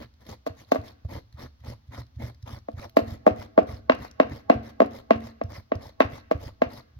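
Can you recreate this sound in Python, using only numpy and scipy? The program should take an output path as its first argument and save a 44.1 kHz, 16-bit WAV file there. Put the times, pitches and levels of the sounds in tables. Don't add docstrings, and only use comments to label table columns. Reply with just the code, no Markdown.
import sys
import numpy as np
from scipy import signal
from scipy.fft import rfft, irfft
from scipy.io import wavfile
from scipy.ndimage import uniform_filter1d, minimum_filter1d

SR = 44100
rng = np.random.default_rng(int(sys.argv[2]) if len(sys.argv) > 2 else 0)


def to_wav(sig):
    pcm = np.clip(np.atleast_2d(sig), -1, 1) * 32767
    pcm = np.round(pcm).astype(np.int16)
    wavfile.write(sys.argv[1], SR, pcm.T)


N = 308259
HZ = np.fft.rfftfreq(N, 1 / SR)
TIME = np.arange(N) / SR


# (start [s], length [s], relative scrape level [dB], relative hiss level [dB])
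STROKES = [(0.0, 0.052, -49, -54.5), (0.204, .025, -60, -66), (0.262, 0.081, -49, -50.5),
           (0.569, .07, -58.5, -57), (0.675, .03, -68.5, -59.5), (0.839, 0.073, -53, -53),
           (1.094, 0.096, -47, -50.5), (1.381, 0.081, -46.5, -51.5), (1.645, 0.0903, -47.5, -51.5),
           (1.92, 0.097, -47, -51.5), (2.199, 0.1, -46, -50.5), (2.466, 0.11, -48, -51),
           (2.772, .09, -46.5, -52), (3.066, 0.09, -50, -51.5), (3.364, .092, -50, -54.5),
           (3.671, 0.11, -49.5, -54), (3.984, .095, -48, -55), (4.299, 0.1, -48, -54.5),
           (4.629, 0.08, -51, -57.5), (4.91, 0.092, -49, -53.5), (5.22, 0.081, -51, -55),
           (5.498, 0.1, -47.5, -51.5), (5.802, 0.1, -51, -54), (6.105, 0.09, -49.5, -53),
           (6.399, .098, -51, -52.5), (6.704, 0.1, -50.5, -52.5)]
# (frequency [Hz], relative level [dB])
SCRAPE_EQ = [(30, -39), (70, 9), (130, 13.5), (160, -8.5), (225, 9.5), (390, -3.5), (560, 5), (720, -0.5),
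             (820, 1.5), (1400, -10), (2150, -8), (2600, -22), (5000, -31), (9000, -55)]
FIBRE_EQ = [(500, -20), (2050, 3), (2600, -3), (3300, 2), (4200, 1), (5500, -1.5), (7000, -11),
            (7700, -24.5), (8300, -16), (9500, -18.5), (11500, -7), (15000, -13), (17000, -19)]


def scrubbing(scrape_db=5.5, hiss_db=-2, tuft_db=2, tuft_s=0.0062):
    scrape_env, hiss_env = sum(stroke_envelopes(*stroke) for stroke in STROKES)
    tufts = amp(tuft_db * unit(uniform_filter1d(rng.standard_normal(N), int(tuft_s * SR))))
    scrape = amp(scrape_db) * scrape_env * coloured(crackle(per_s=4000, spread_db=1.5), SCRAPE_EQ)
    hiss = amp(hiss_db) * hiss_env * coloured(crackle(per_s=6700, spread_db=3.5), FIBRE_EQ)
    return catching_tufts(tufts * (scrape + hiss)) + fibre_zing(hiss_env)


def stroke_envelopes(start, length, scrape_db, hiss_db, attack_s=0.0082, release_s=0.012,
                     scuff_lead_s=0.039, scuff_s=0.0089):
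    t = TIME - start
    slowness = (2 * np.clip(t / length, 0, 1) - 1) ** 2
    gate = np.exp(np.minimum(t, 0) / attack_s - np.maximum(t - length, 0) / release_s)
    scuff = amp(hiss_db - 17) * np.exp(-abs(t + scuff_lead_s) / scuff_s)
    scrape = gate * amp(scrape_db - 4.5 * slowness)
    hiss = gate * amp(hiss_db - 8 * slowness)
    return np.array([scrape, hiss + scuff])


def catching_tufts(rasp, depth_db=3, patch_hz=700, patch_s=0.03):
    bands = signal.stft(rasp, SR, nperseg=512)[2]
    patches = rng.standard_normal(bands.shape[1:])
    patches = uniform_filter1d(patches, round(patch_hz * 512 / SR), axis=0)
    patches = uniform_filter1d(patches, round(patch_s * SR / 256), axis=1)
    gain = unit(amp(depth_db * unit(patches)))
    return signal.istft(bands * gain, SR, nperseg=512)[1][:, :N]


def fibre_zing(hiss_env, level_db=-10, rest_hz=4190, rise_hz=1160, width_hz=660, linger_s=0.018):
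    linger = np.exp(-1 / (linger_s * SR))
    envelope = signal.lfilter([1 - linger], [1, -linger], hiss_env)
    speed = sum(np.sin(np.pi * np.clip((TIME - start) / length, 0, 1)) for start, length, _, _ in STROKES)
    sweep = np.exp(2j * np.pi * np.cumsum(rest_hz + rise_hz * speed) / SR)
    pole = np.exp(-np.pi * width_hz / SR)
    flicks = crackle(per_s=2200, spread_db=7.5)
    ring = sweep * signal.lfilter([1], np.poly([pole, pole]), flicks / sweep)
    return amp(level_db) * envelope * unit(ring.real)


# (time [s], relative force [dB],
# hardness [dB], # relative snap level [dB], gap to first rebound [s], rebound against the blow [dB])
KNOCKS = [(0.4655, -19.5, 2, -50.5, 0.0065, 0), (0.7193, -5.5, -2.5, -36.5, 0.028, -13),
          (0.758, -15, -3.5, -60, 0.013, -21.5), (1.0491, -39, -15, -68, 0.012, -9),
          (2.686, -20.5, -18.5, -65.5, .01, -16), (2.9694, -0.85, -4, -34.5, 0.021, -13),
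          (3.2665, 0, -8.5, -47, 0.0098, -2), (3.5784, 1.1, -12, -53, .0095, -4.5),
          (3.8973, -2.5, 8, -61.5, 0.0094, -22), (4.2002, -1, 3, -48.5, 0.01, -15),
          (4.4994, 2.5, -1, -47, 0.0059, -35), (4.8035, -1.6, -4, -50.5, 0.015, -3),
          (5.1078, -0.9, 2.5, -49, .0046, -14.5), (5.4144, -15.5, -5.5, -70, 0.0085, -25.5),
          (5.7195, -10, -1, -78, 0.0097, -22), (6.0046, -2.8, 8.5, -44, 0.009, -24),
          (6.3131, -8.5, -2.5, -51.5, 0.0062, -5), (6.6196, -5, 0.5, -52.5, .0058, -17)]


def contacts(rebounds=2, softer_db=11.5, gap_ratio=0.62, loss_db=12):
    hits = []
    for s, force_db, hard_db, snap_db, gap_s, rebound_db in KNOCKS:
        hits.append((s, force_db, hard_db, snap_db))
        for k in range(rebounds):
            s += gap_s * gap_ratio ** k
            bounce_db = rebound_db - k * loss_db
            hits.append((s, force_db + bounce_db, hard_db - softer_db, snap_db + bounce_db))
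    return hits


# (frequency [Hz], relative level [dB], t60 [s], polarity [+/-1])
KNOCK_MODES = [(227, -28.5, 0.5, -1), (261.2, -9, 0.056, -1), (464, -2, 0.016, -1), (642, -37, 0.18, 1),
               (669.4, 3, 0.027, 1), (723, -32, .42, 1), (832, -18.5, 0.036, 1), (1080, -5.5, 0.016, 1),
               (1326, -16.5, 0.018, 1), (1572, -10, 0.012, 1), (1878, -13.5, 0.01, 1),
               (2200, -30, 0.007, 1), (2620, -27, 0.036, 1), (3755, -26, 0.011, 1)]


def board_knocks(level_db=-0.5, detune=0.022, pivot_hz=633, hard_slope=0.51, attack_s=0.0002):
    out, t = np.zeros(N), np.arange(SR // 3) / SR
    hz, mode_db, t60, polarity = np.transpose(KNOCK_MODES)[:, :, None]
    attack = 1 - np.exp(-t / attack_s)
    for s, force_db, hard_db, _ in contacts():
        tilt_db = hard_slope * hard_db * np.clip(np.log2(hz / pivot_hz), 0, 2)
        ring_hz = hz * (1 + detune * rng.standard_normal(hz.shape) * (t60 < 0.1))
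        modes = polarity * amp(mode_db + tilt_db - 60 * t / t60) * np.sin(2 * np.pi * ring_hz * t)
        add(out, s, amp(force_db + level_db) * attack * modes.sum(0))
    return signal.sosfilt(signal.butter(4, [216, 5400], "band", fs=SR, output="sos"), out)


# (frequency [Hz], relative level [dB])
CHATTER_EQ = [(300, -29), (700, 12), (1200, 8.5), (1700, 6), (2100, 3.5), (2750, 4.5), (3300, -8.5),
              (4200, -11.5), (5800, -18.5), (7500, -45), (16000, -38)]


def board_chatter(level_db=-29, decay_s=0.024, hard_slope=0.73):
    envelope, t = np.zeros(N), np.arange(SR // 6) / SR
    for s, force_db, hard_db, _ in contacts():
        add(envelope, s, amp(level_db + force_db + hard_slope * hard_db) * np.exp(-t / decay_s))
    return envelope * coloured(crackle(per_s=1500, spread_db=3), CHATTER_EQ)


# (frequency [Hz], relative level [dB])
SNAP_EQ = [(1000, -22), (4000, 9.5), (6500, -1), (8000, -11.5), (10000, -12), (12000, 1.5), (15000, -8),
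           (17000, -19.5)]


def edge_snaps(level_db=10.5, rise_s=0.0022, decay_s=0.0038, peak_delay_s=0.00089):
    envelope, t = np.zeros(N), np.arange(-SR // 80, SR // 20) / SR
    crunch = np.exp(np.minimum(t, 0) / rise_s - np.maximum(t, 0) / decay_s) / 2
    for s, _, _, snap_db in contacts():
        add(envelope, s + peak_delay_s + t[0], amp(snap_db + level_db) * crunch)
    return envelope * coloured(crackle(per_s=9000, spread_db=1.5), SNAP_EQ)


# (time [s], relative level [dB])
THUDS = [(0.019, -39), (0.508, -33.5), (0.796, -27.5), (1.058, -22), (1.181, -34), (1.35, -34.5),
         (1.434, -38), (1.62, -41), (1.686, -29), (1.895, -33.5), (1.994, -30), (2.175, -29.5),
         (2.244, -28), (2.44, -31), (2.536, -28.5), (2.746, -29.5), (2.78, -32.5), (3.027, -28.5),
         (3.083, -28.5), (3.128, -24.5), (3.319, -24.5), (3.396, -30), (3.632, -32), (3.699, -29),
         (3.741, -26), (3.942, -37), (4.012, -35), (4.256, -35.5), (4.318, -29), (4.563, -23.5),
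         (4.86, -39), (5.162, -28), (5.451, -25), (5.586, -32.5), (5.763, -25), (6.057, -24),
         (6.358, -22.5), (6.469, -29), (6.671, -30), (6.972, -36.5)]
# (frequency [Hz], relative level [dB], t60 [s])
FLOOR_MODES = [(72.9, -14, 0.32), (111, -15, 0.32)]


def floor_thuds(thud_hz=93.9, rise_s=0.012, low_cut_hz=40.5):
    out, t = np.zeros(N), np.arange(SR // 2) / SR
    swell = (t / rise_s * np.exp(1 - t / rise_s)) ** 4
    punch = swell * np.sin(2 * np.pi * thud_hz * (t - rise_s))
    boom = sum(amp(db - 60 * t / t60) * np.sin(2 * np.pi * hz * t) for hz, db, t60 in FLOOR_MODES)
    thud = punch + boom * (1 - np.exp(-t / rise_s))
    judders = [(start + rng.random() * length, scrape_db + 5) for start, length, scrape_db, _ in STROKES]
    for s, db in THUDS + judders:
        add(out, s - rise_s, amp(db) * thud)
    return irfft(rfft(out) * HZ ** 4 / (HZ ** 4 + low_cut_hz ** 4), N)


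# (time [s], relative level [dB], ring frequency [Hz])
BEAD_TICKS = [(0.139, -53, 4350), (0.315, -40.5, 7100), (1.326, -45, 4300), (2.067, -53, 4800),
              (2.3454, -45, 5000), (2.4264, -43, 5330), (2.5875, -45, 5250), (2.8952, -39, 13600),
              (3.4492, -45.5, 3760), (3.9494, -33, 3070), (4.1125, -40, 5910), (5.1612, -40, 3340),
              (5.206, -41.5, 3560), (5.4372, -42.5, 5550), (5.754, -39.5, 5300)]


def bracelet_ticks(level_db=-8, decay_s=0.0026, grit_db=-9, width_hz=700):
    out, t = np.zeros(N), np.arange(SR // 25) / SR
    hz = np.fft.rfftfreq(len(t), 1 / SR)
    grit = amp(grit_db + curve(FIBRE_EQ, hz))
    for s, db, ring_hz in BEAD_TICKS:
        resonance = 1 / (1 + (2 * (hz - ring_hz) / width_hz) ** 2)
        ring = unit(irfft(rfft(rng.standard_normal(len(t))) * (resonance + grit), len(t)))
        add(out, s, amp(db + level_db) * np.exp(-t / decay_s) * ring)
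    return out


def bracelet_jiggle(level_db=-49.5, force_slope=0.4, wait_s=(0.01, 0.12), decay_s=0.001):
    envelope, t = np.zeros(N), np.arange(SR // 80) / SR
    for s, force_db, _, _ in contacts():
        click_s = s + rng.uniform(*wait_s)
        click_db = level_db + force_slope * force_db - rng.random()
        add(envelope, click_s, amp(click_db) * np.exp(-t / decay_s))
    return envelope * coloured(rng.standard_normal((2, N)), SNAP_EQ)


# (delay [s], level against the direct sound [dB])
CORNER_TAPS = [(.0007, -36.5), (.0016, -21.5), (.0029, -24)]


def corner_comb(rasp):
    comb = 1 + sum(amp(db) * np.exp(-2j * np.pi * HZ * s) for s, db in CORNER_TAPS)
    return irfft(rfft(rasp) * comb / np.sqrt(np.mean(abs(comb) ** 2)), N)


# (frequency [Hz], relative level [dB])
ROOM_EQ = [(60, 11), (125, -1), (165, -5.5), (230, 12.5), (330, 5.5), (600, -8), (740, -2.5), (930, -9.5),
           (1200, 1), (2000, -2), (3300, -0.5), (4500, 4), (7500, 2.5), (15000, -2)]
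# (frequency [Hz], t60 [s])
ROOM_DECAY = [(80, 0.63), (240, 0.88), (600, 0.37), (2000, 0.99), (5000, 0.5), (12000, 0.35)]
# (frequency [Hz],
# correlation [-1..1])
DIFFUSE_CORRELATION = [(150, .96), (260, 0.78), (430, -.3), (900, -.3), (2000, -.3), (3000, .1),
                       (6000, -0.42)]


def room_reverb(send, early_db=-15, early_t60=0.16, late_db=-19.5, predelay_s=0.0065):
    hz, t, bands = signal.stft(rng.standard_normal((2, SR * 2 // 3)), SR, nperseg=256)
    bands = bands * amp(curve(ROOM_EQ, hz))[:, None]
    envelope = 0
    for db, t60 in ((early_db, early_t60), (late_db, curve(ROOM_DECAY, hz)[:, None])):
        energy = SR * t60 / np.log(1e6)
        envelope = envelope + amp(db - 60 * t / t60) / np.sqrt(energy)
    impulse = signal.istft(bands * envelope, SR, nperseg=256)[1]
    impulse = np.pad(impulse, ((0, 0), (int(predelay_s * SR), 0)))
    wet = signal.fftconvolve(send[None], impulse, axes=1)[:, :N]
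    return irfft(stereo_spectra(wet, DIFFUSE_CORRELATION), N)


# (frequency [Hz], relative level [dB])
HUSH_EQ = [(25, -26), (50, -8.5), (65, 6), (115, 0), (160, -19.5), (230, -10), (400, -27), (550, -22),
           (1000, -23), (2500, -31), (4300, -29), (6000, -33.5), (8000, -53.5), (14000, -40.5)]


def room_hush(level_db=-59):
    return amp(level_db) * coloured(rng.standard_normal((2, N)), HUSH_EQ, DIFFUSE_CORRELATION)


# (frequency [Hz], left phase lead [rad])
BOARD_LEAD = [(50, -0.3), (130, 0.5), (200, 0), (330, 1), (410, 1.5), (650, 2), (800, 3.5), (1100, 1),
              (1400, 2), (2000, 2), (3000, 4), (4000, 7.5), (8000, 8.5), (16000, 36)]
RUB_LEAD = [(100, 0), (330, 0.5), (430, 1.5), (560, 1.5), (800, 2.5), (1200, 0), (1500, 1.5), (2000, 1),
            (2600, 2.5), (3300, 5), (4000, 7), (8000, 10), (16000, 31.5)]
# (frequency [Hz], left minus right [dB])
BOARD_PAN = [(100, -0.5), (260, -1.5), (380, -4.5), (500, 0.5), (660, -0.5), (850, 10.5), (1300, 1),
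             (1700, 3.5), (2200, -6.5), (3500, 0), (6000, 11.5), (14000, 1.5)]
RUB_PAN = [(100, -2), (430, 2.5), (560, -6), (850, 8), (1100, 3), (1300, 3.5), (1700, 0.5), (2300, -3),
           (2900, 1), (4000, -4.5), (5500, 7), (7000, 11), (9000, 2), (14000, 2.5)]


def microphones(x, lead, pan):
    left = amp(curve(pan, HZ) / 2)
    right = np.exp(-1j * curve(lead, HZ)) / left
    return irfft(rfft(x) * np.array([left, right]), N)


# (frequency [Hz], correlation [-1..1])
CLOSE_CORRELATION = [(150, 1), (700, 0.83), (2000, 0.71), (5000, 0.13), (14000, 0.18)]


def coloured(pair, eq, correlation=CLOSE_CORRELATION):
    return unit(irfft(stereo_spectra(pair, correlation) * amp(curve(eq, HZ)), N))


def stereo_spectra(pair, correlation):
    left, right = rfft(pair)
    shared = curve(correlation, HZ)
    return np.array([left, shared * left + np.sqrt(1 - shared ** 2) * right])


def crackle(per_s, spread_db):
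    size = amp(spread_db * np.minimum(rng.exponential(1, (2, N)), 4))
    return size * rng.standard_normal((2, N)) * (rng.random((2, N)) < per_s / SR)


def amp(db):
    return 10 ** (np.asarray(db) / 20)


def unit(x):
    return x / np.sqrt(np.mean(x ** 2) + 1e-20)


def curve(points, hz):
    point_hz, value = np.transpose(points)
    return np.interp(np.log(hz + 1), np.log(point_hz + 1), value)


def add(mix, s, sound):
    part = mix[max(round(s * SR), 0):][:len(sound)]
    part += sound[:len(part)]


def scene(close_send_db=-3.5, crossfade_cycle_s=2.6):
    board = board_knocks() + board_chatter() + edge_snaps()
    close = corner_comb(scrubbing()) + bracelet_ticks() + bracelet_jiggle()
    floor = floor_thuds()
    direct = microphones(board, BOARD_LEAD, BOARD_PAN) + microphones(close + floor, RUB_LEAD, RUB_PAN)
    send = board[0] + floor + amp(close_send_db) * close[0]
    angle = 2 * np.pi * TIME / crossfade_cycle_s
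    reverb = room_reverb(send * np.cos(angle)) + room_reverb(send * np.sin(angle))
    return direct + reverb + room_hush()


def record(dry, high_cut_hz=16300):
    allowed_gain = 1 / np.maximum(abs(dry).max(0), 1)
    limited = dry * uniform_filter1d(minimum_filter1d(allowed_gain, size=65), size=65)
    low_pass = signal.firwin(511, high_cut_hz, window=("kaiser", 9), fs=SR)
    return signal.oaconvolve(limited, low_pass[None], "same")


dry = scene()
out = record(dry)
to_wav(out)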